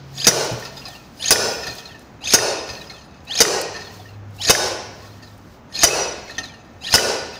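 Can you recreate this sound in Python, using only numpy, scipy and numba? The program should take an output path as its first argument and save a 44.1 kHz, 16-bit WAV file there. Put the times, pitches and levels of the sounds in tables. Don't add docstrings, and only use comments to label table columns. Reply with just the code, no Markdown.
import sys
import numpy as np
from scipy import signal
from scipy.fft import rfft, irfft
from scipy.io import wavfile
from scipy.ndimage import uniform_filter1d
from numba import njit

SR = 44100
rng = np.random.default_rng(int(sys.argv[2]) if len(sys.argv) > 2 else 0)


def unload_wav(signal):
    wavfile.write(
        sys.argv[1],
        SR,
        np.round(np.clip(np.atleast_2d(signal).T, -1, 1) * 32767).astype(np.int16),
    )


def volts_from_decibels(level):
    exponent = np.asarray(level, float) / 20
    return 10 ** exponent


N = 325897
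T = np.arange(N) / SR

# t/s, peak level/dB, bass re peak/dB, treble re peak/dB, rebound chatter/s
BLOWS = [
    (0.2689, -6.5, -19.5, -8.5, 0.028),
    (1.307, -6, -28, -6, 0.027),
    (2.336, -5, -31.5, -9.5, 0.019),
    (3.404, -6, -26.5, -30, 0.025),
    (4.496, -5.5, -21.5, -18, 0.027),
    (5.834, -6, -37, -18.5, 0.028),
    (6.94, -8, -21.5, -20.5, 0.05),
]
# start t/s, travel/s, rub level at the stop/dB, singing level/dB, singing from t/s
THROWS = [
    (.126, 0.12, -17, 2.5, 0.17),
    (1.167, 0.13, -16.5, 5.5, 1.19),
    (2.209, 0.1, -10.5, 8, 2.17),
    (3.27, 0.11, -17, 10, 3.23),
    (4.375, .093, -9.5, 9.5, 4.378),
    (5.693, 0.12, -17, 1.5, 5.735),
    (6.808, 0.1, -14, 6.5, 6.8),
]


def read(points, hz):
    points = np.array(points)
    return np.interp(np.log(np.maximum(hz, 1)), np.log(points[:, 0]), points[:, 1])


def unit(x):
    return x / np.sqrt(np.mean(x ** 2))


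def noise(points, size=N):
    colour = volts_from_decibels(read(points, np.fft.rfftfreq(size, 1 / SR)))
    return unit(irfft(rfft(rng.standard_normal(size)) * colour, size))


def walk(rate):
    k = int(SR / rate)
    held = np.repeat(rng.standard_normal(N // k + 1), k)
    return unit(uniform_filter1d(held, k)[:N])


def fade(s, t60, rise=0.00078):
    age = np.maximum(T - s, 0)
    return (1 - np.exp(-age / rise)) * np.exp(-np.log(1000) * age / t60)


def swell(s, length):
    return np.sin(np.pi * np.clip((T - s) / length, 0, 1))


def tone(hz, phase=0):
    return np.sin(2 * np.pi * hz * T + phase)


@njit
def ring(x, hz, t60):
    y, z, r = np.empty(len(x)), 0j, np.exp(-np.log(1000) / (t60 * SR))
    for i in range(len(x)):
        w = 2 * np.pi * hz[i] / SR
        z = z * r * complex(np.cos(w), np.sin(w)) + x[i]
        y[i] = z.imag
    return y


@njit
def follow(x, attack, release):
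    y, e = np.empty(len(x)), 1e-6
    for i in range(len(x)):
        e += (abs(x[i]) - e) * (attack if abs(x[i]) > e else release)
        y[i] = e
    return y


def chatter_decay():
    return [volts_from_decibels(db) * np.exp(-(np.maximum(T - s, 0) / chatter_s) ** 1.14) * fade(s - .0004, 0.62, 0.00011)
            for s, db, _, _, chatter_s in BLOWS]


def crack(shape):
    # f/Hz, level per Hz/dB
    crack_tone = [(35, -39.5), (60, -10), (469, -3.5), (1140, -4), (1470, -3), (2250, -7), (3670, -8.5),
                  (4030, -10.5), (5090, 0.5), (6280, 1), (7750, -10.5), (8510, -9), (13600, -16.5),
                  (14900, -9), (16000, -54)]
    treble_tone = [(6000, -37.0), (8000, -10.0), (9500, 1.5), (11000, -7), (13000, -25.0), (15500, 5.0),
                   (16000, -18.0)]
    chatter = volts_from_decibels(4.5 * walk(450))
    first = sum(volts_from_decibels(row[1] - 2.0) * fade(row[0] - .0004, 0.018, 0.00017) for row in BLOWS)
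    body = volts_from_decibels(-2.2) * noise(crack_tone) * (chatter * sum(shape) + first)
    treble = noise(treble_tone) * sum(volts_from_decibels(row[3] - 1.0) * e for row, e in zip(BLOWS, shape))
    return body + treble


def face_notes():
    # t/s, f/Hz, level/dB, t60/s
    face_modes = [(0.27, 5870, -6.5, 0.15), (.27, 5260, -12, 0.089), (1.307, 5560, -10.5, .07),
                  (2.338, 5550, -10, .06), (2.338, 4990, -10.5, .07), (3.406, 6310, -8, .06),
                  (4.497, 6460, -11.5, 0.065), (4.499, 5250, -11, .05), (5.838, 6450, -7, .07),
                  (5.837, 5250, -12, .08), (6.941, 5185, -7, 0.11), (3.408, 3705, -16, 0.19),
                  (3.416, 4850, -13, 0.118), (1.315, 4850, -12, 0.13), (4.505, 4850, -10.5, .15)]
    return sum(volts_from_decibels(db + 4.4 * walk(250)) * fade(s, t60, 0.0013) * tone(hz, 1.2 * walk(200))
               for s, hz, db, t60 in face_modes)


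def thump():
    thump_tone = [(50, -21.0), (110, 6.5), (200, 0.0), (400, -41.0), (1000, -56.5)]
    return noise(thump_tone) * sum(volts_from_decibels(db + bass_db + 15.0) * fade(s, 0.089, 0.003)
                                   for s, db, bass_db, _, _ in BLOWS)


def struck_steel():
    # f/Hz, level/dB, t60/s
    steel_modes = [(450, -5, 0.039), (540, -15.5, 0.16), (676, -7.5, 0.044), (904, -23.5, 0.3),
                   (1460, -19, 0.15), (1944, -14.5, 0.1), (2590, -16, 0.11), (2977, -13.5, 0.15),
                   (3705, -15.5, 0.18), (4130, -21, 0.13), (4650, -10, 0.098), (5320, -11.5, 0.091),
                   (5840, -14, 0.052), (5820, -17, 0.11), (6370, -9, 0.16), (6800, -9.5, 0.05),
                   (9000, -12, 0.082), (9960, -15.5, 0.054), (11360, -19, .05)]
    short = sum(volts_from_decibels(row[1]) * fade(row[0], 0.06) for row in BLOWS)
    return sum(volts_from_decibels(db) * ring(short * rng.standard_normal(N), hz * (1 + 0.011 * walk(80)), t60)
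               for hz, db, t60 in steel_modes)


def long_notes():
    # t/s, f/Hz, level/dB, t60/s
    singing = [(0.268, 5877, -14, 0.34), (1.307, 5160, -23, 0.81), (1.306, 5340, -20, 0.42),
               (2.335, 5050, -19.5, 0.82), (3.405, 6110, -19.5, 0.18), (4.497, 3705, -22.5, 0.54),
               (2.336, 3705, -27, 0.78), (2.336, 2660, -26.5, 0.91), (6.94, 2975, -25, 0.65),
               (6.94, 2660, -26, 0.88), (4.498, 5590, -33.5, 0.37), (5.836, 5864, -13, 0.6),
               (5.837, 2586, -23.5, 0.86), (6.938, 4838, -17.5, 0.73), (6.94, 1460, -22, 0.85)]
    # f/Hz, level/dB, t60/s
    rod_notes = [
        (4838, -12.5, 0.22),
        (3705, -20, 0.3),
        (1464, -26.5, 0.85),
        (2975, -31, 0.3),
    ]
    notes = sum(volts_from_decibels(db + 5.5 * walk(60)) * fade(s, t60) * tone(hz, 1.4 * walk(40))
                for s, hz, db, t60 in singing)
    for hz, db, t60 in rod_notes:
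        rung = sum(fade(row[0], t60, 0.0072) for row in BLOWS)
        notes = notes + volts_from_decibels(db + 2. * walk(30)) * rung * tone(hz, .5 * walk(30))
    return notes


def boom():
    boom_db = [-12.5, -14, -12.5, -13, -13.5, -11.5, -11]
    boom_tone = [(100, -63.5), (300, -17.5), (400, -5.5), (600, -7.0), (900, -16.5), (1500, -20.0), (4000, -93.5)]
    return noise(boom_tone) * sum(volts_from_decibels(db) * fade(row[0], 0.76, 0.045) for row, db in zip(BLOWS, boom_db))


def rebound_clacks():
    # t/s, peak level/dB, f/Hz
    rebounds = [
        (0.312, -13, 1837),
        (1.358, -12, 1795),
        (2.387, -9.5, 1783),
        (3.4512, -11.5, 1880),
        (4.55, -6, 1690),
        (5.8866, -18.5, 2130),
        (6.981, -8, 1970),
    ]
    clack_noise = noise([(400, -10.0), (800, 6.5), (1800, 8.5), (3500, -3.5), (4500, -20), (9000, -72.0)])
    return sum(volts_from_decibels(db + 8.5) * fade(s, 0.017, 0.0006) * (tone(hz) + 0.56 * clack_noise)
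               for s, db, hz in rebounds)


def slams():
    # f/Hz, level per Hz/dB
    echo_tone = [(35, -62), (60, -1.5), (274, -10.5), (408, -1.5), (842, -7.5), (991, -8), (1250, -17.5),
                 (1470, -10), (2190, -13), (2650, -10.5), (3420, -16), (5720, -2.5), (8200, -16),
                 (9500, -12.5), (12500, -25), (15000, -21.5)]
    shape = chatter_decay()
    steel = struck_steel()
    near = crack(shape) + thump() + rebound_clacks() + long_notes() + face_notes() + boom()
    push = noise(echo_tone) * volts_from_decibels(2.5) * sum(shape)
    return near + volts_from_decibels(-20.0) * steel, volts_from_decibels(-3.0) * push + volts_from_decibels(-40.5) * steel


def travel():
    # start t/s, travel/s
    returns = [
        (.66, .37),
        (1.66, .35),
        (2.676, 0.41),
        (3.68, 0.49),
        (4.91, .62),
        (6.208, 0.41),
        (7.2, 0.47),
    ]

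    def share(row):
        return np.clip((T - row[0]) / row[1], 0, 1)

    up = sum(share(row) ** 1.9 for row in THROWS)
    down = sum(share(row) ** 2 * (3 - 2 * share(row)) for row in returns)
    return up - down


def rubbing():
    # t/s, rub level/dB, t60/s, singing level/dB
    catches = [(.63, -33, 0.86, -16.5), (.766, -35, 0.46, -10), (.852, -38.5, 0.89, -16),
               (.92, -52.5, .3, 7), (1.631, -24.5, 0.86, -23.5), (1.85, -49.5, 0.84, -7.5),
               (1.887, -51.5, .2, 9.5), (2.67, -25.5, 0.85, -21.5), (2.895, -41, 1.7, -16.5),
               (3.73, -28, 0.65, -13), (3.85, -54, .4, 3), (3.93, -55, 1, -6), (4.008, -57, 0.2, 10),
               (4.08, -58, 0.32, 8), (4.999, -38, 1, -28), (5.22, -39, 0.32, -12.5),
               (6.281, -33, 0.81, -16), (6.375, -39, 1.3, -12), (7.19, -36, 0.14, -5),
               (7.33, -33, 0.71, -11)]
    touch_db, grip_db, grip_s = -48.5, -31.5, 0.038
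    free_s = 0.0047
    rub, sing = 0, 0
    for (s, _, stop_db, sing_db, sing_s), blow in zip(THROWS, BLOWS):
        end = blow[0] - free_s
        up = volts_from_decibels(np.interp(T, [s, s + grip_s, end], [touch_db, grip_db, stop_db])) * (T > s) * (T < end)
        rub = rub + up
        sing = sing + volts_from_decibels(sing_db - 10.5) * up ** 0.65 * np.clip((T - sing_s) / .012, 0, 1)
    for s, db, t60, sing_db in catches:
        down = volts_from_decibels(db) * fade(s, t60, 0.0035)
        rub = rub + down
        sing = sing + volts_from_decibels(sing_db) * down
    return uniform_filter1d(rub, 300), uniform_filter1d(sing, 300)


def rattling(rub):
    taps = (rng.random(N) < 260 / SR) * volts_from_decibels(1. * rng.exponential(size=N))
    bursts = signal.lfilter([1], [1, -np.exp(-1 / (0.002 * SR))], taps)
    return unit(uniform_filter1d(bursts, size=90)) * rub


def knocking():
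    # t/s, peak level/dB, f/Hz, share of that pitch/dB
    knocks_up = [(0.177, -24, 4950, -12), (0.215, -19.5, 3115, -1.5), (0.242, -2, 4830, -13.5),
                 (1.223, -12.5, 3585, -6.5), (1.258, -24, 3094, 6.5), (0.174, -34, 5620, 5),
                 (0.2, -21, 4510, -2.5), (2.271, -26.5, 6800, 2), (4.478, -22, 4315, 9),
                 (5.762, -26, 3990, 4), (5.775, -29.5, 2610, 4), (1.241, -14, 4260, -4.5),
                 (1.258, -10, 6520, -2), (1.281, -1, 6730, -9), (2.239, -18, 3185, -7),
                 (2.254, -16.5, 3600, -9.5), (2.272, -10, 2575, -6.5), (2.2866, -15, 6440, -0.5),
                 (2.305, -4.5, 5180, -11), (2.323, -1, 5500, -12), (3.2784, -26, 4080, -12),
                 (3.305, -20, 1830, -10), (3.319, -20.5, 6060, -11.5), (3.3542, -13.5, 6570, -4),
                 (3.3759, -3, 5330, -12.5), (3.388, -1.5, 6450, -11), (4.4155, -13, 5310, -9.5),
                 (4.434, -11, 7000, -11.5), (4.449, -9.5, 5500, -7), (4.472, -7, 6640, -6),
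                 (4.4848, 0.5, 4650, -12.5), (5.744, -33.5, 3870, -7), (5.7738, -21.5, 5060, 0),
                 (5.7903, -18, 6480, 4), (5.805, -10, 6530, -6.5), (5.816, -5, 5200, -10),
                 (5.824, -0.5, 4640, -14.5), (6.839, -19.5, 3050, -6), (6.8674, -20, 3960, 1),
                 (6.885, -18, 2850, -4), (6.906, -14, 4650, -8), (6.9254, 1.5, 4150, -16.5)]
    # t/s, peak level/dB, f/Hz, share of that pitch/dB
    knocks_down = [(0.624, -23, 1830, -6), (0.651, -19.5, 5050, -8), (0.768, -30, 4970, -1),
                   (0.853, -28, 4970, 1.5), (1.668, -14, 1793, -9), (1.698, -28.5, 4200, 3),
                   (1.7814, -16.5, 4930, -17), (1.855, -23.5, 4160, -5), (2.6985, -29.5, 4970, 5.5),
                   (2.811, -22.5, 3950, -8), (2.8968, -23.5, 4200, -6), (3.7596, -28.5, 4230, -0.5),
                   (3.82, -25.5, 4270, -10), (5.228, -34, 4300, -10), (6.2777, -22, 2150, -13),
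                   (6.297, -26.5, 1830, 0.5), (6.3485, -28, 4200, -8), (6.381, -14, 1830, -3.5),
                   (6.432, -17, 4100, -13), (7.4, -18, 5900, -14)]
    # t/s, peak level/dB, f/Hz
    clinks = [(.652, -32, 1830), (.654, -34.5, 2600), (.65, -33.5, 4400), (.77, -35.5, 3600),
              (.77, -37.5, 1830), (.776, -35, 890), (.793, -31, 4970), (.817, -34, 2750), (.853, -33, 1100),
              (.853, -33.5, 4100), (.88, -34, 4970), (.885, -32.5, 760), (.932, -35.5, 1830),
              (.95, -33.5, 2750), (.953, -34, 770), (1.63, -27, 1793), (1.665, -25, 4200),
              (1.678, -24, 4880), (1.695, -31, 2550), (1.72, -34, 2450), (1.825, -36, 1830),
              (1.89, -37, 2700), (1.905, -35, 1830), (1.945, -33.5, 1820), (2.69, -31, 4100),
              (2.698, -29.5, 2600), (2.75, -34, 2500), (2.765, -36.5, 4280), (2.87, -37, 5050),
              (2.899, -33.5, 2150), (2.91, -36, 750), (2.96, -39, 2550), (2.978, -41.5, 3150),
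              (3.01, -41, 4250), (3.76, -32.5, 5000), (3.757, -37.5, 3250), (3.764, -29, 1850),
              (3.79, -31, 1830), (3.805, -33, 5000), (3.815, -30, 1830), (3.868, -32, 1830),
              (3.905, -36, 1900), (3.996, -31.5, 722), (4.055, -34.5, 1830), (4.085, -42, 2750),
              (4.088, -46.5, 4250), (4.135, -47, 4150), (4.13, -47.5, 2600), (6.305, -34, 3950),
              (6.315, -36, 4200), (6.381, -18.5, 6150), (6.381, -30, 3550), (6.385, -36, 3250),
              (6.381, -36, 4500), (6.44, -30, 1830), (6.452, -30, 3800), (6.493, -38, 2350),
              (6.537, -38, 1800), (7.33, -32, 2580), (7.365, -33, 4838)]
    up_t60_s, down_t60_s, clink_t60_s = 0.03, 0.047, .07
    hits = [(*row, up_t60_s) for row in knocks_up] + [(*row, down_t60_s) for row in knocks_down]
    waver = 0.79 * walk(150)
    force, notes = 0, 0
    for s, db, hz, own_db, t60 in hits:
        force = force + volts_from_decibels(db - 7) * fade(s, 1.52 * t60, 0.0026)
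        notes = notes + volts_from_decibels(db + own_db) * fade(s, 1.47 * t60, 0.00071) * tone(hz, waver)
    for s, db, hz in clinks:
        force = force + volts_from_decibels(db - 6.5) * fade(s, clink_t60_s, 0.002)
        notes = notes + volts_from_decibels(db) * fade(s, clink_t60_s, 0.0017) * tone(hz, waver)
    return force, notes


def weight_modes(rub, grit, blows, back):
    # f/Hz, level thrown up/dB, level sliding back/dB, t60/s
    modes = [(734, -12.5, -8, 0.026), (1343, -30, -11, 0.041), (1822, -13, -10, 0.057),
             (2557, -18, -12.5, 0.056), (3660, -20.5, -20.5, 0.018), (4280, -9.5, -11, 0.039),
             (4930, -6, -14.5, 0.051), (6340, -12, -18, 0.073), (6680, -7.5, -16.5, 0.02),
             (8500, -26, -42, 0.025), (9680, -20, -29.5, 0.063), (11200, -23.5, -42.5, 0.049)]
    total = 0
    for hz, up_db, back_db, t60 in modes:
        rubbed = volts_from_decibels(5.3 * walk(30) - 2.5) * rub * grit
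        struck = volts_from_decibels(2.0 * walk(25)) * blows * rng.standard_normal(N)
        drive = volts_from_decibels(np.where(back, back_db, up_db)) * (rubbed + struck)
        total = total + ring(drive, hz * (1 + 0.011 * walk(20)), t60)
    return total


def gliding_rod(sing, grit, blows, back):
    # multiple of the fourth-mode pitch, level/dB
    bending = [
        (.28, -8),
        (0.589, -5),
        (1., -3),
        (1.491, -10.5),
    ]
    # f/Hz, level/dB
    radiate = [(600, -41), (800, -0.5), (1200, -33.5), (1700, -37.5), (2500, -4.5), (3500, 3), (4600, -1.5),
               (5200, -14), (7000, -41)]
    bottom_hz, stop_hz = 2580, 8700
    pitch_hz = bottom_hz * (stop_hz / bottom_hz) ** travel()
    turns = 2 * np.pi * np.cumsum(pitch_hz) / SR
    patchy_db = np.where(back, 6., 1.5)
    total = 0
    for k, db in bending:
        steady = volts_from_decibels(15.0 + patchy_db * walk(55)) * sing * np.sin(k * turns + 1.2 * walk(90))
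        drive = 0.45 * sing * grit + 0.5 * blows * rng.standard_normal(N)
        rough = ring(drive, np.minimum(k * pitch_hz, .45 * SR), 0.054)
        total = total + volts_from_decibels(db + read(radiate, k * pitch_hz)) * (steady + rough)
    return total


def slide():
    scrape_tone = [(300, -27), (1500, -20.5), (4000, -3.5), (6500, -8), (7500, -21.5), (12000, -28), (15000, -31.0)]
    rub, sing = rubbing()
    thrown = [(T > row[0]) & (T < blow[0]) for row, blow in zip(THROWS, BLOWS)]
    back = ~np.any(thrown, axis=0)
    grit = unit(rng.standard_normal(N) * volts_from_decibels(4.0 * np.minimum(rng.exponential(size=N), 6.)))
    knock_force, knock_notes = knocking()
    blows = volts_from_decibels(np.where(back, -6., -11.)) * rattling(rub) + knock_force
    fixed = weight_modes(rub, grit, blows, back)
    glide = gliding_rod(sing, grit, blows, back)
    scrape = (0.034 * rub + blows) * volts_from_decibels(np.where(back, -4., 0)) * noise(scrape_tone)
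    return volts_from_decibels(-26.0) * fixed + volts_from_decibels(-21.5) * glide + knock_notes + volts_from_decibels(-6.0) * scrape


def pallet_drops():
    # t/s, peak level/dB, f/Hz
    drops = [
        (0.513, -14.5, 119),
        (1.675, -24, 122),
        (2.698, -27, 115),
        (5.024, -38, 1100),
        (6.381, -27, 282),
    ]
    knock_tone = [(40, -17.0), (80, -2.0), (250, -8.5), (700, -18.0), (2000, -44)]
    thuds = sum(volts_from_decibels(db - 5) * fade(s, 0.23, 0.0076) * np.sin(2 * np.pi * hz * (T - s)) for s, db, hz in drops)
    return thuds + noise(knock_tone) * sum(volts_from_decibels(db - 7.0) * fade(s, 0.19, 0.0077) for s, db, _ in drops)


def jacket():
    # start t/s, length/s, level/dB
    swishes = [(0.02, 0.81, -42), (0.56, 0.65, -51), (1.06, 0.65, -44.5), (1.3, 0.72, -47),
               (2.302, .16, -48), (2.55, 0.44, -54), (3.606, 0.64, -57), (4.48, 0.31, -44),
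               (4.737, 0.77, -53.5), (5.8, 0.22, -54), (5.981, 0.64, -60.5), (1.985, 0.059, -57),
               (5.396, 0.24, -64), (6.873, 0.15, -38), (7.15, 0.5, -54), (3.22, .1, -56), (4.32, 0.18, -52),
               (1.7, 0.46, -65)]
    # t/s, peak level/dB
    snaps = [(0.2004, -38), (0.4454, -28), (.504, -44), (.597, -36), (0.6489, -39), (0.883, -35),
             (1.6681, -34), (1.7514, -35), (1.9925, -42), (2.6953, -65), (3.25, -45), (3.613, -19),
             (3.9704, -51), (4.3065, -55), (4.364, -43.5), (4.6794, -31.5), (5.026, -52), (5.3772, -48),
             (6.3066, -45)]
    # f/Hz, level per Hz/dB
    cloth_tone = [(500, -48), (1500, -18), (3000, -6), (5000, -1.5), (7000, -8.5), (9000, -15.5),
                  (13000, -16.5), (15000, -8), (15800, -6), (16200, -42.5)]
    snap_tone = [(2000, -22), (5000, 6.0), (10000, 7), (15500, 1.5), (16000, -29.5)]
    swish = volts_from_decibels(-68) + sum(volts_from_decibels(db) * swell(s, length) ** 2 for s, length, db in swishes)
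    rustle = noise(cloth_tone) * swish * volts_from_decibels(1 + 2. * walk(25) + 2.5 * walk(7))
    return rustle + noise(snap_tone) * sum(volts_from_decibels(db) * fade(s, 0.025) for s, db in snaps)


def hall(x):
    # f/Hz, t60/s
    hall_t60 = [(100, 0.51), (400, 0.99), (1500, 1.1), (4000, 0.87), (6000, 0.67), (11000, 0.42),
                (16000, 0.43)]
    size = 2 * SR
    age = T[:size]
    hz = np.fft.rfftfreq(size, 1 / SR)
    white = rfft(rng.standard_normal(size))
    echo = 0
    for centre in 50 * 2 ** np.arange(0, 8.6, .5):
        band = np.maximum(1 - 2 * abs(np.log2(np.maximum(hz, 1) / centre)), 0)
        echo = echo + irfft(white * band, size) * np.exp(-np.log(1000) * age / read(hall_t60, centre))
    echo = echo * (1 - np.exp(-age / 0.0077))
    return signal.fftconvolve(x, echo / np.sqrt(np.sum(echo ** 2)))[:N]


def shop():
    # start t/s, length/s, f/Hz, level/dB
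    hums = [
        (-.2, 0.73, 136.4, -41),
        (0.248, 1, 133.8, -49),
        (3.495, 1.5, 99.6, -41),
        (4.501, 1.2, 102.1, -47.5),
    ]
    # f/Hz, level per Hz/dB
    shop_tone = [(15, -43), (25, -22), (70, -2.5), (120, -5.5), (250, -6.5), (400, -14.5), (700, -14.5),
                 (1400, -20.5), (2200, -26.5), (4700, -38.5), (6500, -36.5), (8500, -57), (13000, -65),
                 (15000, -44)]
    earlier_tone = [(500, -13.5), (2500, -3), (4500, -1.0), (6500, -8.5), (8500, -39.5)]
    motors = 0
    for s, length, hz, db in hums:
        phase = 2 * np.pi * np.cumsum(hz * (1 + 0.011 * walk(5))) / SR
        motors = motors + np.sqrt(2) * volts_from_decibels(db + 2.8 * walk(6)) * swell(s, length) * np.sin(phase)
    air = noise(shop_tone) * volts_from_decibels(-43.5 + 0.48 * walk(8.7))
    earlier = noise(earlier_tone) * volts_from_decibels(-51.5) * fade(-0.0092, 1.4)
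    return air + motors + earlier


def scene():
    blow, push = slams()
    rod = slide()
    near = blow + rod + jacket() + pallet_drops()
    return (near + hall(push + volts_from_decibels(-19) * rod) + shop())[None]


def roll_off(x):
    return signal.sosfilt(signal.butter(12, 16790, fs=SR, output="sos"), x)


def record(dry):
    x = dry[0]
    level = follow(x, 1 / (0.019 * SR), 1 / (0.02 * SR))
    late = np.interp(T - .016, T, level)
    gain = uniform_filter1d(np.minimum(volts_from_decibels(-19) / late, 1) ** 0.99, 300)
    x = signal.sosfilt(signal.ellip(8, .2, 50, 15520, fs=SR, output="sos"), x * gain)
    x = x / (1 + abs(x / .87) ** 5) ** (1 / 5)
    x = x - .7 * signal.sosfiltfilt(signal.butter(6, 15700, "high", fs=SR, output="sos"), x)
    return roll_off(x[None])


dry = scene()
out = record(dry)
unload_wav(out)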